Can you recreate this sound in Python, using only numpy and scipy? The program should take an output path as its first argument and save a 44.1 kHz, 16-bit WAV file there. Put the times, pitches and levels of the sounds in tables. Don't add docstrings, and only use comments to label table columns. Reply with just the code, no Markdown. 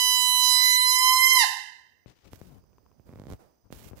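import sys
import numpy as np
from scipy import signal
from scipy.fft import rfft, irfft
from scipy.io import wavfile
from scipy.ndimage import uniform_filter1d

SR = 44100
rng = np.random.default_rng(int(sys.argv[2]) if len(sys.argv) > 2 else 0)


def store_wav(level_fs):
    pcm = np.round(np.clip(np.atleast_2d(level_fs), -1, 1) * 32767)
    wavfile.write(sys.argv[1], SR, pcm.T.astype(np.int16))


N = 176400
TIME = np.arange(N) / SR
BLAST_END_S, CLOSE_S = 1.4507, 0.0066
ROOM_DB, CUTOFF_HZ = -2.5, 15750


def balloon_horn():
    # time_s, pitch_hz
    pitch = [(0, 1000), (.22, 1001), (.55, 1004.5), (.75, 1008.5), (.95, 1015), (1.1, 1023), (1.23, 1032),
             (1.31, 1038), (1.35, 1031), (1.385, 1005), (1.408, 938), (1.426, 908), (1.44, 830),
             (1.453, 690)]
    # offset_db (added to the level curve), pan_db
    partials = [(0.5, -2.5), (1, -11.5), (1.5, -11.5), (0, -17), (-1, -17), (-1, -16), (-4, -17.5),
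                (-4.5, -14.5), (-11, -10.5), (-5.5, -3.5), (-3.5, -5.5), (-5.5, -7), (-11, -7), (-18, -8),
                (-18.5, -6)]
    # time_s, level_db
    first = [(0.03, -35), (0.87, -26.5), (0.99, -28.5), (1.05, -22.5), (1.16, -23), (1.21, -28.5),
             (1.32, -32.5), (1.39, -22.5)]
    second = [(0.03, -34.5), (0.48, -38.5), (0.659, -24), (0.93, -30.5), (1.048, -27), (1.17, -29.5),
              (1.23, -18.5), (1.39, -23)]
    third = [(0.03, -25.5), (0.44, -27.5), (0.62, -36.5), (0.9, -36), (1.111, -27), (1.17, -37.5),
             (1.23, -28.5), (1.39, -28)]
    fourth = [(0.03, -29.5), (0.54, -21.5), (0.92, -23.5), (0.96, -30.5), (1.11, -26.5), (1.29, -34),
              (1.39, -26)]
    fifth = [(0.15, -29), (0.35, -42), (0.45, -27), (0.57, -23.5), (0.78, -36.5), (0.88, -27.5),
             (1.39, -24.5)]
    treble = [(0.03, -31), (0.55, -28.5), (0.76, -30.5), (1.39, -28)]
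    # time_s, left_lead_rad
    port_phase = [(.45, 0.82), (.7, 3.11), (1.1, 5.52)]
    collapse_s, collapse_db, sag_db = 1.385, 0.5, -5
    overtone_end_s, dulling_s = 1.4253, 0.017
    beat_start_s, beat_full_s = 0.73, 1.36
    steady_s, port_lag_s = 0.13, 0.00018
    preroll = SR // 2
    t = np.arange(-preroll, 5 * SR // 2) / SR
    slack = 0.43 + 1.14 * np.clip(t / BLAST_END_S, 0, 1) ** 2
    waver_hz = 0.76 * slack * drift(35, len(t))
    flutter_hz = 0.69 * drift(390, len(t))
    hz = curve(pitch, t) + waver_hz + flutter_hz
    phase = 2 * np.pi * np.cumsum(hz) / SR
    collapse = np.clip((t - collapse_s) / CLOSE_S, 0, 1)
    flow = np.clip((BLAST_END_S - t) / CLOSE_S, 0, 1) * from_db(collapse_db * collapse)
    glide = np.clip((t - beat_start_s) / (beat_full_s - beat_start_s), 0, 1)
    hold = np.clip(2 * (collapse_s - t) / steady_s, 0, 1)
    usual_power = (1 + from_db(ROOM_DB) ** 2) / 2
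    low_levels = [first, second, third, fourth, fifth]
    out = np.zeros((2, N))
    for k, (offset_db, pan_db) in enumerate(partials, 1):
        if k <= len(low_levels):
            levels, base_send, window_s = low_levels[k - 1], 0.22, steady_s
        else:
            levels, base_send, window_s = treble, 1, 0.25
        end_s = overtone_end_s + (BLAST_END_S - overtone_end_s) / k * 2
        envelope = flow * np.clip((end_s - t) / dulling_s, 0, 1) * from_db(sag_db * collapse * (k == 1))
        left_lead = curve(port_phase, t) if k == 1 else -2 * np.pi * k * hz[0] * port_lag_s
        stereo_phase = np.array([k * phase + left_lead, k * phase]) + rng.uniform(0, 2 * np.pi)
        direct = envelope * np.sin(stereo_phase)
        send = np.minimum(base_send + glide ** (2 / k), 1)
        echoes = signal.fftconvolve(direct * send, room_tail(k * hz[0]), axes=1)[:, :len(t)]
        heard = direct + echoes
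        power = np.maximum(uniform_filter1d(heard ** 2, int(window_s * SR), axis=1), 1e-9)
        heard /= np.sqrt(usual_power * (power / usual_power) ** hold)
        heard *= from_db(offset_db + curve(levels, t)) * pan(pan_db)
        out[:, :len(t) - preroll] += heard[:, preroll:]
    return out


def room_tail(hz):
    # frequency_hz, t60_s
    decay = [(1000, 0.59), (2000, 0.76), (4000, 0.62), (8000, 0.53), (11000, .43), (15000, 0.43)]
    first_echo_s = 0.007
    t = TIME[:SR]
    tail = rng.standard_normal((2, SR)) * from_db(-60 * t / at_hz(decay, hz)) * (t > first_echo_s)
    return tail * from_db(ROOM_DB) / np.sqrt(np.sum(tail ** 2, axis=1, keepdims=True))


def air_jet():
    # frequency_hz, level_db
    spectrum = [(150, -29), (450, -10), (820, -1.5), (1300, -10.5), (1700, 1), (2300, -18), (2750, 4),
                (3300, -19), (3700, -1), (4350, -8.5), (4800, 8), (7000, 5), (9000, -3.5), (11500, -3),
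                (15000, -11)]
    start_db, rise_db_per_s = -53.5, 3
    flow = np.clip((BLAST_END_S - TIME) / CLOSE_S, 0, 1)
    return flow * from_db(start_db + rise_db_per_s * TIME) * pan(-8.5) * noise(spectrum)


def knocks_and_creak():
    # start_s, thud_db, thud_pan_db, tick_db, tick_pan_db
    knocks = [(2.060, -30, 26, -54, 14), (2.253, -47, 21, -41, 16), (2.333, -31, 14, -18.5, -12),
              (2.415, -28, 24, -27.5, -11), (2.997, -39.5, -14, -54, -10), (3.704, -32.5, -5, -50, -8),
              (3.726, -29, -22, -15.5, -23), (3.912, -34, 17, -51, 0), (3.933, -27, 18, -53, 0)]
    # start_s, level_db
    slips = [(3.092, -34.5), (3.105, -41), (3.115, -42.5), (3.128, -37.5), (3.136, -33.5), (3.158, -33.5),
             (3.175, -38), (3.188, -39), (3.198, -29), (3.218, -33), (3.238, -34), (3.255, -36.5),
             (3.269, -31), (3.284, -35), (3.293, -45), (3.302, -28.5), (3.314, -30), (3.324, -27.5),
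             (3.335, -28.5)]
    harden_db_per_s, thud_pan_db, tick_pan_db = 22, -4, -20
    creak = [(s, db, thud_pan_db, db + 2 + harden_db_per_s * (s - slips[0][0]), tick_pan_db)
             for s, db in slips]
    return case_contacts(knocks + creak)


def case_contacts(contacts):
    # frequency_hz, level_db, t60_s
    modes = [(105, -8.5, 0.047), (170, -6, 0.018), (275, -2.5, 0.0055), (560, -15, 0.012),
             (970, -6.5, 0.0014), (2500, -12.5, 0.0037)]
    thud_band_hz, port_time_s, tick_body_db = [55.74, 1440], 0.00045, 20
    kicks, ticks = np.zeros((len(modes), 2, N)), np.zeros((2, N))
    for start_s, thud_db, thud_pan_db, tick_db, tick_pan_db in contacts:
        i = int(start_s * SR)
        kicks[:, :, i] = from_db(thud_db + rng.normal(0, 2, (len(modes), 2))) * pan(thud_pan_db).T
        click = tick(tick_db)
        ticks[:, i:i + len(click)] += click * pan(tick_pan_db)
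    kicks[:2] *= -1
    thuds = sum(from_db(db) * ring(kick, hz, t60) for kick, (hz, db, t60) in zip(kicks, modes))
    ticks = dull_left_port(ticks + 1e-18)
    port_band_hz = np.array([.5, 2]) / (2 * np.pi * port_time_s)
    tick_body = from_db(tick_body_db) * bandpass(ticks + 1e-18, port_band_hz, order=1)
    return bandpass(thuds, thud_band_hz) + ticks + tick_body


def tick(db):
    db_per_octave = 8
    edge_hz = min(65000 * 2 ** (db / db_per_octave), CUTOFF_HZ)
    impulse = signal.unit_impulse(SR // 200)
    return from_db(db - 9.5) * signal.lfilter(*signal.butter(2, edge_hz, fs=SR), impulse)


def dull_left_port(x):
    return np.array([signal.lfilter(*signal.butter(2, 5590, fs=SR), x[0]), x[1]])


def finger_rubs():
    # start_s, end_s, rumble_db, rumble_pan_db, hiss_db, hiss_pan_db
    rubs = [(2.069, 2.115, -55, 14, -56.5, 26), (2.156, 2.242, -76, 15, -65, 24),
            (2.242, 2.285, -52.5, 17, -56.5, 11), (2.316, 2.359, -54, 2, -56.5, -30),
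            (2.369, 2.483, -55.5, 9, -61.5, -7), (2.484, 2.584, -52.5, 12, -67.5, -6),
            (2.59, 3.068, -63.5, -11.5, -81.5, -17), (3.057, 3.275, -53, -3, -69, -23),
            (3.282, 3.342, -44, 0, -57.5, -6), (3.645, 3.669, -58.5, 17, -89, -14),
            (3.717, 3.892, -50.5, 7, -53.5, -29), (3.91, 3.944, -48, 8, -70, -15),
            (3.964, 3.984, -46, -9, -52, -26)]
    # frequency_hz, level_db
    rumble_spectrum = [(24, -35), (45, 2), (80, 2.5), (150, -3), (320, -10), (900, -20), (1600, -30),
                       (4000, -54)]
    hiss_spectrum = [(200, 6.5), (900, -0.5), (2500, 0), (4200, -2.5), (6500, -2.5), (9500, -5),
                     (15000, -1)]
    rumble_power, hiss_power = 0, 0
    for start_s, end_s, rumble_db, rumble_pan_db, hiss_db, hiss_pan_db in rubs:
        envelope = stroke(start_s, end_s)
        rumble_power += (envelope * from_db(rumble_db) * pan(rumble_pan_db)) ** 2
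        hiss_power += (envelope * from_db(hiss_db) * pan(hiss_pan_db)) ** 2
    grain = rms_one(from_db(2.5 * drift(rate_hz=120)))
    rumble = np.sqrt(rumble_power) * noise(rumble_spectrum)
    hiss = np.sqrt(hiss_power) * grain * dull_left_port(noise(hiss_spectrum))
    return rumble + hiss


def finger_groan():
    # time_s, pitch_hz
    judder = [(2.43, 191.6), (2.49, 170), (2.53, 134), (2.57, 92.1)]
    hz = curve(judder, TIME) * (1 + 0.0347 * drift(rate_hz=63))
    phase = 2 * np.pi * np.cumsum(hz) / SR
    tone = np.sin(phase) + from_db(-10.5) * (np.sin(2 * phase) + .5 * np.sin(3 * phase))
    return tone * stroke(judder[0][0], judder[-1][0]) * from_db(-52.5) * pan(22)


def tube_taps():
    # start_s, level_db
    taps = [(2.640, -55), (2.731, -56), (2.783, -54.5), (2.863, -54.5), (2.916, -52)]
    # frequency_hz, level_db, t60_s
    modes = [(454, 0.5, 0.012), (1020, 0.5, 0.011), (2500, -13, 0.0056), (6500, -15, .003)]
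    start_s, tap_db = np.transpose(taps)
    out = 0
    for hz, mode_db, t60 in modes:
        kicks = np.zeros(N)
        kicks[(start_s * SR).astype(int)] = from_db(tap_db + mode_db + rng.normal(0, 3.9, len(taps)))
        out += ring(kicks, hz, t60)
    return out * pan(12)


def sleeve_brush():
    # frequency_hz, level_db
    spectrum = [(60, -2.5), (600, -0.5), (3000, -26), (15000, -29.5)]
    envelope = stroke(start_s=3.39, end_s=3.416, attack_s=0.026, release_s=0.076)
    return noise(spectrum) * envelope * from_db(-55.5) * pan(-7.5)


def noise_floor():
    # frequency_hz, level_db
    spectrum = [(20, -24.5), (70, 1), (160, -7.5), (350, -10), (800, -11.5), (1400, -23), (3500, -29.5),
                (9000, -32), (15000, -35.5)]
    # centre_hz, width_hz, level_db
    whines = [(4960, 490, -83.5), (6023, 390, -84), (14920, 220, -82)]
    out = from_db(-74) * noise(spectrum)
    for hz, width, db in whines:
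        whine = bandpass(rng.standard_normal(N), [hz - width / 2, hz + width / 2])
        out += from_db(db) * pan(-20) * rms_one(whine)
    return out


def from_db(db):
    return 10 ** (np.asarray(db) / 20)


def rms_one(x):
    return x / np.sqrt(np.mean(np.abs(x) ** 2) + 1e-20)


def curve(rows, t):
    return np.interp(t, *np.transpose(rows))


def at_hz(rows, hz):
    frequency, value = np.transpose(rows)
    return np.interp(np.log(np.maximum(hz, 1)), np.log(frequency), value)


def pan(pan_db):
    return rms_one(from_db([[pan_db / 2], [-pan_db / 2]]))


def drift(rate_hz, size=N):
    r = np.exp(-2 * np.pi * rate_hz / SR)
    return rms_one(signal.lfilter([1], [1, -2 * r, r * r], rng.standard_normal(size + SR))[SR:])


def noise(spectrum):
    gain = from_db(at_hz(spectrum, np.fft.rfftfreq(N, 1 / SR)))
    return rms_one(irfft(rfft(rng.standard_normal((2, N))) * gain, N))


def bandpass(x, band_hz, order=2):
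    return signal.sosfilt(signal.butter(order, band_hz, "band", fs=SR, output="sos"), x)


def ring(kicks, hz, t60):
    r, w = from_db(-60 / (t60 * SR)), 2 * np.pi * hz / SR
    return signal.lfilter([0, np.sin(w)], [1, -2 * r * np.cos(w), r * r], kicks + 1e-18)


def stroke(start_s, end_s, attack_s=0.022, release_s=0.017):
    rise = np.clip((TIME - start_s) / attack_s + .5, 0, 1)
    return rise * np.exp(-np.maximum(TIME - end_s, 0) / release_s)


def scene():
    blast = balloon_horn() + air_jet()
    handling = knocks_and_creak() + tube_taps() + finger_rubs() + finger_groan() + sleeve_brush()
    return blast + handling + noise_floor()


def record(dry):
    return signal.sosfilt(signal.ellip(12, .1, 80, CUTOFF_HZ, fs=SR, output="sos"), dry)


dry = scene()
out = record(dry)
store_wav(out)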